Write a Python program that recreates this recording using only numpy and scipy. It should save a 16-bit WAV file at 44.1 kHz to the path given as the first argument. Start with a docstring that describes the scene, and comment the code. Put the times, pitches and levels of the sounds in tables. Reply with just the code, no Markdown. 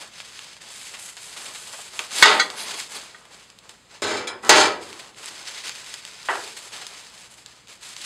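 """Over the hum of a small kitchen, a chef's knife saws through a paper-wrapped sandwich on a china plate:
the paper crinkles, hisses and tears. The knife breaks through, scrapes the china and bangs the plate on a
steel table, overloading the close microphone, which turns its gain down for a moment. The knife is laid
down, rings and drops flat with a rattle that overloads the microphone again. Then hands turn the
crackling halves, and the plate rocks once."""
import sys
import numpy as np
from scipy import signal
from scipy.fft import rfft, irfft, next_fast_len
from scipy.io import wavfile
from scipy.ndimage import uniform_filter1d, map_coordinates

SR = 44100
rng = np.random.default_rng(int(sys.argv[2]) if len(sys.argv) > 2 else 0)


def pcm_store(signal):
    """Save signal as 16-bit PCM."""
    levels = np.round(np.clip(np.atleast_2d(signal), -1, 1) * 32767)
    wavfile.write(sys.argv[1], SR, levels.astype(np.int16).T)


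N = 355005
T = np.arange(N) / SR
ONE_SECOND = T[:SR]

# the ventilation's noise and the tones of the mains hum: (frequency [Hz], level [dB])
AIR_SPECTRUM = [(12, -44), (20, -9.5), (185, 3), (305, -4), (477, -2), (1580, -5.5), (2530, -5), (4930, -7),
                (5670, -10), (7480, -7.5), (9350, -16), (15400, -36)]
HUM_TONES = [(59.2, -73), (118.4, -72.5)]
# pushes of the knife through the wrap; hiss and rub are relative to the push's level:
# (start [s], end [s], level [dB], swell over the push [dB], hiss [dB], rub [dB])
KNIFE_STROKES = [(0.0, 0.03, -39.5, -0.5, -3.5, -5.5), (0.13, 0.53, -44.5, 1, -7, -12),
                 (0.61, 0.70, -45, -3, -6, -7), (0.70, 0.89, -41.5, 0.5, -1, -14),
                 (0.91, 0.95, -43, 3, -3, -8), (0.98, 1.10, -43, 1, 3, -12),
                 (1.17, 1.33, -44, 4.5, 0.5, -10), (1.36, 1.50, -41.5, 2.5, -1, -5),
                 (1.53, 1.68, -42.5, 3.5, 1, -9), (1.69, 1.88, -42.5, -3, 0, -11),
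                 (1.92, 2.05, -39.5, 1.5, -2, -8), (2.10, 2.23, -29.5, 16, -3, -9.5),
                 (2.24, 2.47, -35, -18, -2, 2.5), (2.49, 2.54, -42.5, 2, -4, -0.5),
                 (2.57, 2.63, -34.5, 0.5, -12, -5.5), (2.66, 2.75, -34.5, -0.5, -6, -7),
                 (2.785, 2.81, -32, -5.5, -1.5, -12), (2.89, 2.93, -41, 3.5, -0.5, -5.5),
                 (2.95, 2.97, -35, -7, -1, -6), (2.99, 3.11, -45.5, -5.5, -6, -6)]
# tone colours of crinkling, sliding, rubbed bread and snapping creases: (frequency [Hz], level [dB])
CRINKLE_SPECTRUM = [(300, -38.5), (900, -12), (1500, -4), (2100, -0.5), (3000, 0), (4200, 0), (6000, 1),
                    (8000, -8.5), (11000, -32.5), (16000, -31.5)]
HISS_SPECTRUM = [(2000, -43.5), (5000, -18), (6500, 0), (7800, 1.5), (9500, -3), (11000, -9),
                 (13000, -18.5), (16000, -37)]
RUB_SPECTRUM = [(60, -30), (200, -11.5), (400, -4), (700, -4), (1000, -1), (1400, -4), (2500, -14.5),
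                (8000, -49.5)]
SNAP_SPECTRUM = [(100, -28), (600, 8.5), (1800, 4.5), (4500, 2), (8000, 3), (11000, -7), (16000, -22.5)]
# paper and crust tear, and creases snap: (time [s], level [dB], centre frequency [Hz])
PAPER_TEARS = [(0.008, -18.5, 2800), (0.936, -9.5, 2660), (1.167, -12, 3200), (1.362, -10, 2800),
               (1.454, -8, 3870), (1.546, -8, 3230), (1.731, -11.5, 1010), (1.784, -14, 995),
               (4.989, -10, 3020), (5.573, -11, 2960), (6.564, -7, 5460), (6.733, -9, 3100),
               (6.812, -8, 2800)]
CREASE_SNAPS = [(0.2021, -9, 3080), (0.3918, -10.5, 3200), (0.5665, -18.5, 2820), (1.1681, -13, 3300),
                (1.992, 3.5, 2350), (2.5018, -5, 3000), (2.801, -4.5, 3640), (3.5015, -19.5, 4000),
                (3.694, -15, 4030), (4.449, -10.5, 5000), (4.829, -18, 2200), (4.929, -12, 3200),
                (5.2586, -8.5, 5200), (5.694, -3.5, 3300), (5.7583, -13, 3300), (5.9401, -5, 4200),
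                (6.051, -8.5, 4600), (6.867, -6.5, 4900), (7.461, -12.5, 4260), (7.965, -8.5, 4250)]
# blows on the table: (time [s], level [dB], treble cut [Hz], bass cut [Hz], rattle relative to blow [dB],
# rattle length [s], damping by the hand [dB/s]); damping below zero counts as none
TABLE_BLOWS = [(1.993, -32, 4000, 712, -6, 0.0072, 199), (2.2276, -3, 5500, 743, 2, 0.026, 58),
               (2.256, -2, 5500, 792, -4, 0.058, 51), (4.020, -31, 8900, 300, 11, 0.18, -34),
               (4.021, -29, 523, 50, 13, 0.13, 5), (4.276, -33.5, 2200, 200, -1.5, 0.055, 0.5),
               (4.432, -33.5, 1484, 150, 8.5, 0.05, 0), (4.4932, -4, 8900, 282, -3, 0.15, 10)]
# the steel top's many crowded tones, heard as noise: (frequency [Hz], level [dB])
STEEL_SPECTRUM = [(50, -36.5), (100, -7.5), (150, -22), (250, -10.5), (400, 2.5), (530, -5), (900, 1),
                  (1400, 0.5), (2500, -5), (4200, -3), (6000, -2), (7500, -0.5), (10000, -11),
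                  (15000, -36.5)]
# how long they ring, that is, take to fade by 60 dB: (frequency [Hz], ring time [s])
STEEL_DECAY = [(100, 1.0), (400, 0.69), (1000, 0.41), (3000, 0.35), (8000, 0.077), (15000, .14)]
# modes, the tones an object rings with when hit: (frequency [Hz], level [dB], ring time [s])
STEEL_MODES = [(105, -20, 1.1), (180, -18, .7), (222, -14, .8), (317, -14, .8), (393, -7, .7),
               (496, -6, .6), (614, -3.5, .55), (786, -3.5, .5), (862, -4, .45), (897, -4, .4),
               (931, -6, .4), (1062, -6, .45), (1273, -3, .45), (1403, -4, .4), (1533, -4, .4),
               (1960, -4, .4), (2023, -4, .35), (3564, -7, .34)]
CHINA_MODES = [(1227, -6, .12), (1400, -7, .1), (1518, -5, .11), (1879, 0, .15), (1970, -5, .16),
               (2196, -2, .14), (3316, -2, .14), (3499, -14, .22), (3892, -9, .12), (3989, -7, .15),
               (4129, -9, .16), (4221, -6, .18), (4565, -6, .17), (4727, -8, .13), (6067, -8, .14),
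               (6520, -11, .1), (6654, -8, .11), (7250, -16, .1), (8027, -13, .1), (8300, -16, .1),
               (9500, -22, .1)]
BLADE_MODES = [(1066, -14, .25), (1335, -3, .3), (1400, -6, .25), (1701, -6, .25), (1809, -9, .25),
               (2020, -10, .2), (2347, -1, .26), (3180, -8, .18), (3397, -3, .2), (3720, -6, .12),
               (4011, -2, .14), (4651, -12, .15), (5060, -9, .35), (5243, -4, .16), (5792, -4, .11),
               (6449, -7, .11), (7004, -1, .12), (7176, -5, .13), (7924, -5, .12), (8629, -6, .125),
               (9421, -14, .15), (10120, -20, .2), (10680, -20, .11), (10950, -20, .12), (11820, -25, .12),
               (13690, -26, .11)]
HANDLE_MODES = [(335, -11, .3), (395, -10, .3), (440, -10, .25), (610, 0, .27), (1075, -10, .2),
                (1300, -8, .2)]
# the edge scrapes the plate: (middle time [s], half length [s], plate ring [dB], whisper [dB])
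EDGE_SCRAPES = [(2.205, 0.022, -31, -34), (2.614, 0.031, -39, -38), (2.706, 0.017, -45, -57),
                (2.776, 0.02, -41, -46), (2.965, 0.0087, -35.5, -42)]
# the whisper at the cutting edge: (frequency [Hz], level [dB])
WHISPER_SPECTRUM = [(6000, -22), (8500, 4), (9800, 8.5), (12000, -3.5), (16000, -29)]
# steel meets china, the blade bounces, the handle lands: (time [s], level [dB], treble cut [Hz])
CHINA_HITS = [(2.2248, 5, 2400), (2.3945, -22, 4930), (2.3985, -14.5, 11000), (3.145, -38.5, 1890)]
BLADE_HITS = [(4.020, -32, 14000), (4.068, -32.5, 12000), (4.105, -48, 12000), (4.170, -31.5, 12000),
              (4.272, -30.5, 15000), (4.277, -31, 15000), (4.4925, -23.5, 15100), (4.52, -29, 11000),
              (4.557, -21.5, 11000), (4.61, -21, 11000), (4.655, -26.5, 11000)]
HANDLE_HITS = [(4.021, -28.3, 2500)]
# hands hold, shift and turn the halves; hiss and rub are relative to the move's level:
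# (start [s], end [s], level [dB], swell over the move [dB], hiss [dB], rub [dB])
HAND_MOVES = [(3.13, 3.27, -58.5, 0, -3, 4), (3.31, 3.52, -53.5, -14, -6, -3.5),
              (3.63, 3.66, -55, 0, -7, 0), (3.70, 3.72, -50, -6, -3, -1.5), (3.90, 3.95, -50.5, 4, -9, 0.5),
              (4.44, 4.80, -46.5, -16, -3, -6), (4.81, 5.08, -46, -4, -5, -1),
              (5.165, 5.29, -41.5, 4.5, -4, -6), (5.30, 5.43, -43.5, 3, -6, -4.5),
              (5.46, 5.60, -38, -1.5, -7.5, -11), (5.64, 5.70, -34, -4.5, -7, -11.5),
              (5.74, 5.95, -41, -1.5, -5, -9.5), (5.97, 6.23, -45, 2.5, -7, -10),
              (6.24, 6.52, -40, -0.5, -4, -12), (6.55, 6.67, -45, 6, -1.5, -6),
              (6.72, 6.85, -42, -6, -5.5, -5), (6.89, 7.08, -45, -4.5, -5.5, -7.5),
              (7.12, 7.26, -48, -2.5, -3, -7), (7.31, 7.33, -50, -1, 2.5, -6),
              (7.38, 7.41, -49.5, -10, -2, -5.5), (7.45, 7.60, -53.5, -4, -7.5, -6),
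              (7.69, 7.78, -50.5, -13.5, -4, -4.5), (7.82, 7.92, -41.5, -0.5, -2.5, -11),
              (7.97, 8.05, -40, 6, -4.5, -12)]
# the plate rocks back onto its foot: (time [s], level [dB])
PLATE_KNOCKS = [(6.2861, -20), (6.309, -37)]
# the tone colour of that knock: (frequency [Hz], level [dB])
KNOCK_SPECTRUM = [(100, -24), (220, -22), (400, 1.5), (560, -5), (950, 8.5), (1130, 2), (1350, 5.5),
                  (1950, 4.5), (2300, -7), (3200, -6), (4200, -25), (10000, -55)]
# how long the knock and the kitchen's echo last: (frequency [Hz], ring time [s])
KNOCK_DECAY = [(350, 0.74), (900, 0.39), (2000, 0.29), (6000, 0.2)]
KITCHEN_DECAY = [(200, 0.1), (2000, 0.27), (10000, 0.14)]
# narrow dips caused by the microphone's housing: (frequency [Hz], half width [Hz], gain [dB])
HOUSING_DIPS = [(5730, 230, -10.5), (6776, 60, -7)]


def amp(db):
    """Turn decibels into a factor to multiply by."""
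    return 10 ** (np.asarray(db) / 20)


def unit(x):
    """Scale a sound to an average (rms) level of 1."""
    return x / np.sqrt(np.mean(x ** 2) + 1e-20)


def unit_onset(x):
    """Scale a ring so that its first 20 ms have an average (rms) level of 1."""
    return x / np.std(x[:SR // 50])


def along(points, hz):
    """Read between (frequency, value) points on a logarithmic frequency axis."""
    frequencies, values = np.transpose(points)
    return np.interp(np.log(hz + 1), np.log(frequencies + 1), values)


def wobble(rate):
    """A smooth random curve through `rate` points a second."""
    return map_coordinates(rng.standard_normal(int(N * rate / SR) + 4), [T * rate])


def shaped(x, gain):
    """Filter x by gain(frequency), so that nothing sounds before its cause (minimum phase)."""
    size = 2 * next_fast_len(len(x) // 2 + 4096)
    gains = np.maximum(gain(np.fft.rfftfreq(size, 1 / SR)), 1e-6)
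    cepstrum = irfft(np.log(gains), size)
    cepstrum[1:size // 2] *= 2
    cepstrum[size // 2 + 1:] = 0
    return irfft(rfft(x, size) * np.exp(rfft(cepstrum)), size)[:len(x)]


def coloured(x, spectrum):
    """Give x the tone colour of a (frequency, level) table."""
    return shaped(x, lambda hz: amp(along(spectrum, hz)))


def soft(hz, cut_hz):
    """A softer contact passes less treble."""
    return 1 / np.sqrt(1 + (hz / cut_hz) ** 4)


def dying_noise(decay):
    """One second of noise in which each frequency dies at its own speed."""
    hz, t, bands = signal.stft(rng.standard_normal(SR), SR, nperseg=256)
    fade = amp(-60 * t / along(decay, hz)[:, None])
    return signal.istft(bands * fade, SR, nperseg=256)[1][:SR]


def ringing(modes, detune, t):
    """Fading tones; each is a close cluster of three that beat against each other."""
    hz, db, ring_s = np.transpose(modes)[:, :, None]
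    ring = 0
    for side in (-1, 0, 1):
        detuned_hz = hz * (1 + side * detune * rng.uniform(0.5, 1, hz.shape))
        cycles = detuned_hz * t + rng.random(hz.shape)
        ring = ring + np.sin(2 * np.pi * cycles) / (1 + abs(side) / 2)
    return np.sum(amp(db - 60 * t / ring_s) * ring, axis=0)


def add(track, start_s, x):
    """Mix x into the track at the given time."""
    part = track[round(start_s * SR):][:len(x)]
    part += x[:len(part)]


def room_tone(air_db):
    """Ventilation and a faint mains hum."""
    hum = sum(amp(db) * np.sqrt(2) * np.sin(2 * np.pi * hz * T) for hz, db in HUM_TONES)
    return hum + amp(air_db) * unit(coloured(rng.standard_normal(N), AIR_SPECTRUM))


def fibres(slips_per_s, spread_db, slip_share):
    """Tiny slips of paper fibres, of widely varying size, over smooth friction."""
    slipping = rng.random(N) < slips_per_s / SR
    sizes = amp(spread_db * np.clip(rng.standard_normal(N), -2.5, 2.5))
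    slips = unit(slipping * sizes * rng.choice([-1, 1], N))
    return np.sqrt(slip_share) * slips + np.sqrt(1 - slip_share) * rng.standard_normal(N)


def pushes(rows, attack_s, release_s, hiss_rise_db, rub_drop_db):
    """Loudness of crinkle, hiss and rub: each push sets in, moves fastest halfway and lets go."""
    gains = np.zeros((3, N))
    for start, end, db, swell_db, hiss_db, rub_db in rows:
        span = slice(max(round((start - 0.1) * SR), 0), round((end + 0.4) * SR))
        t = T[span]
        progress = np.clip((t - start) / (end - start), 0, 1)
        speed = np.sin(np.pi * progress) - 2 / np.pi  # above or below the average speed
        set_in = (1 + np.tanh((t - start) / attack_s)) / 2
        let_go = np.exp(-np.maximum(t - end, 0) / release_s)
        level = set_in * let_go * amp(db + swell_db * (progress - 0.5))
        balance = amp([np.zeros_like(t), hiss_db + hiss_rise_db * speed, rub_db - rub_drop_db * speed])
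        gains[:, span] += (level * balance) ** 2
    return np.sqrt(gains)


def paper(gains, grain, flutter_db, crinkle_db, hiss_db, rub_db):
    """Pushes drive the fibres: the sheet crinkles, fast sliding hisses, the bread beneath rubs dully."""
    crinkle_gain, hiss_gain, rub_gain = gains
    drive = grain * amp(flutter_db * wobble(70))  # the paper catches and lets go
    crinkle = amp(crinkle_db) * unit(coloured(drive, CRINKLE_SPECTRUM))
    hiss = amp(hiss_db) * unit(coloured(np.roll(drive, SR // 700), HISS_SPECTRUM))
    rub = amp(rub_db) * unit(coloured(fibres(810, 4.4, 0.3), RUB_SPECTRUM))
    return crinkle_gain * crinkle + hiss_gain * hiss + rub_gain * rub


def sawing():
    """The blade rasps through the wrap; where it is fastest it hisses more and rubs less."""
    gains = pushes(KNIFE_STROKES, attack_s=0.014, release_s=0.046, hiss_rise_db=3, rub_drop_db=1.5)
    grain = fibres(slips_per_s=2500, spread_db=5.2, slip_share=0.52)
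    return paper(gains, grain, flutter_db=1.5, crinkle_db=1, hiss_db=-1, rub_db=0)


def paper_bursts(events, rise_s, decay_s, sharpness, crumple_s, crumple_db):
    """A patch of paper gives way in a burst, coloured by its size; its neighbours crumple after it."""
    out, t = np.zeros(N), T[:SR // 8]
    for start, db, centre_hz in events:
        fade = np.exp(-t / decay_s) + amp(crumple_db) * np.exp(-t / crumple_s)
        noise = rng.standard_normal(len(t)) * fade * (1 - np.exp(-t / rise_s))
        patch = lambda hz: 1 / np.hypot(1, sharpness * (hz / centre_hz - centre_hz / (hz + 1)))
        burst = shaped(noise, lambda hz: amp(along(SNAP_SPECTRUM, hz)) * patch(hz))
        add(out, start, amp(db) * burst / np.linalg.norm(burst))
    return out


def tearing():
    """Paper and crust tear or crush in short bursts with a soft start."""
    return amp(1.5) * paper_bursts(PAPER_TEARS, rise_s=0.015, decay_s=0.012, sharpness=0.76,
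                                   crumple_s=0.0084, crumple_db=-4)


def snapping(ticks_per_s):
    """Creases buckle with a sharp snap, and the wrap settles in faint random ticks."""
    draws = rng.random((round(ticks_per_s * N / SR), 3))
    ticks = [(when * N / SR, -25 + 6 * size, 4400 * 2 ** (pitch - 0.5)) for when, size, pitch in draws]
    return paper_bursts(CREASE_SNAPS + ticks, rise_s=0.00005, decay_s=0.0006, sharpness=1.1,
                        crumple_s=0.007, crumple_db=-13.5)


def table_bangs(modes_db, chatter_per_s):
    """Each blow rings the steel top; what lies on it chatters for a moment and keeps it ringing."""
    out = np.zeros(N)
    for start, db, treble_hz, bass_hz, rattle_db, rattle_s, damping in TABLE_BLOWS:
        wash = unit_onset(coloured(dying_noise(STEEL_DECAY), STEEL_SPECTRUM))
        tones = unit_onset(ringing(STEEL_MODES, detune=0.0062, t=ONE_SECOND))
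        steel = (wash + amp(modes_db) * tones) * amp(-max(damping, 0) * ONE_SECOND)
        settling = np.exp(-np.minimum(ONE_SECOND / rattle_s, 10) ** 2.8)
        contacts = (rng.random(SR) < chatter_per_s / SR) * rng.standard_normal(SR) * settling
        chatter = signal.fftconvolve(contacts / (np.linalg.norm(contacts) + 1e-9), steel)[:SR]
        band = lambda hz: soft(hz, treble_hz) * hz / np.hypot(hz, bass_hz)
        add(out, start, amp(db) * shaped(steel + amp(rattle_db) * chatter, band))
    return out


def edge_scraping():
    """The edge scrapes over the china: the plate sings faintly and the cut paper whispers."""
    high_modes = [mode for mode in CHINA_MODES if mode[0] > 3000]  # a light edge wakes only these
    friction = fibres(1700, 5, 0.46)
    ring = ringing(high_modes, detune=0.019, t=T[:SR // 3])
    plate = unit(signal.fftconvolve(friction, ring)[:N])
    whisper = unit(coloured(fibres(3000, 6, 0.4), WHISPER_SPECTRUM))
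    out = np.zeros(N)
    for middle_s, half_s, ring_db, whisper_db in EDGE_SCRAPES:
        swell = np.exp(-((T - middle_s) / half_s) ** 2 / 2)
        out += swell * (amp(ring_db) * plate + amp(whisper_db) * whisper)
    return out


def strikes(hits, modes, detune, buzz_db, buzz_s, click_db, bass_hz):
    """A hard contact clicks, and the two surfaces buzz against each other while the object rings."""
    out, t = np.zeros(N), T[:SR // 3]
    for start, db, treble_hz in hits:
        buzz = rng.standard_normal(len(t)) * np.exp(-t / buzz_s)
        force = amp(buzz_db) * buzz / np.linalg.norm(buzz)
        force[0] = 1  # the hit itself
        ring = unit_onset(signal.fftconvolve(force, ringing(modes, detune, t))[:len(t)])
        click = unit_onset(coloured(rng.standard_normal(len(t)) * np.exp(-t / 0.013), CRINKLE_SPECTRUM))
        band = lambda hz: soft(hz, treble_hz) * soft(bass_hz, hz + 1)  # small things give off no bass
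        add(out, start, amp(db) * shaped(ring + amp(click_db) * click, band))
    return out


def china_clinks():
    """Steel meets china, and the plate rings briefly."""
    return strikes(CHINA_HITS, CHINA_MODES, detune=0.014, buzz_db=-18.5, buzz_s=0.018,
                   click_db=-10, bass_hz=900)


def turning_halves():
    """Hands slide over the wrap and crinkle it, with fewer fibre slips than the blade makes."""
    gains = pushes(HAND_MOVES, attack_s=0.013, release_s=0.043, hiss_rise_db=1, rub_drop_db=0)
    grain = fibres(slips_per_s=700, spread_db=4.4, slip_share=0.34)
    return paper(gains, grain, flutter_db=1.64, crinkle_db=1.5, hiss_db=-1, rub_db=-1)


def blade_bounces():
    """The blade lands, bounces and rings brightly."""
    return strikes(BLADE_HITS, BLADE_MODES, detune=0.012, buzz_db=-2, buzz_s=0.006,
                   click_db=-7, bass_hz=700)


def handle_knock():
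    """The handle knocks hollowly on the table."""
    return strikes(HANDLE_HITS, HANDLE_MODES, detune=0.015, buzz_db=-21, buzz_s=0.008,
                   click_db=-29, bass_hz=150)


def plate_rocking():
    """The loaded plate tips and knocks on the table, damped by the hands."""
    out = np.zeros(N)
    for start, db in PLATE_KNOCKS:
        add(out, start, amp(db) * unit_onset(coloured(dying_noise(KNOCK_DECAY), KNOCK_SPECTRUM)))
    return out


def kitchen(x, echo_db):
    """Hard walls close by add a short echo that starts 4 ms late."""
    tail = np.pad(dying_noise(KITCHEN_DECAY), (SR // 250, 0))
    return x + amp(echo_db) * signal.fftconvolve(x, tail / np.linalg.norm(tail))[:N]


def scene():
    """Paper, steel and china in the kitchen, as one channel."""
    background = room_tone(air_db=-55)
    sounds = sawing() + tearing() + snapping(ticks_per_s=4)
    sounds += table_bangs(modes_db=-8.5, chatter_per_s=650) + edge_scraping() + china_clinks()
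    sounds += turning_halves() + blade_bounces() + handle_knock() + plate_rocking()
    return (background + kitchen(sounds, echo_db=-13.5))[None]


def gain_control(x, threshold_db, attack_s, release_db_per_s):
    """Loud sound pulls the gain down within milliseconds; it then creeps back."""
    power = signal.lfilter(np.ones(128) / 128, 1, x ** 2)
    excess_db = np.maximum(10 * np.log10(np.abs(power) + 1e-12) - threshold_db, 0)
    recovery_db = release_db_per_s * T
    cut_db = np.maximum.accumulate(excess_db + recovery_db) - recovery_db
    smoothing = np.exp(-1 / (attack_s * SR))
    return x * amp(-signal.lfilter([1 - smoothing], [1, -smoothing], cut_db))


def overload(x, skew):
    """Peaks too big for the input are cut flat and pull it to one side, which adds a low thud."""
    excess = uniform_filter1d(np.maximum(np.abs(x) - 1, 0), size=SR // 1000)
    return np.clip(x - skew * np.tanh(10 * excess), -1, 1)


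def record(dry):
    """The microphone colours the sound, turns down and clips hard blows, and trims bass and treble."""
    dips_db = lambda hz: sum(db / (1 + ((hz - centre) / width) ** 2) for centre, width, db in HOUSING_DIPS)
    x = shaped(dry[0], lambda hz: amp(dips_db(hz)))
    x = gain_control(x, threshold_db=-7, attack_s=0.0042, release_db_per_s=75)
    x = overload(x, skew=0.03)
    x = signal.lfilter(*signal.butter(1, 39.8, "high", fs=SR), x)  # the input drains the deepest bass
    treble_cut = signal.ellip(12, 0.2, 80, 15700, fs=SR, output="sos")
    return signal.sosfilt(treble_cut, x)[None]


dry = scene()
out = record(dry)
pcm_store(out)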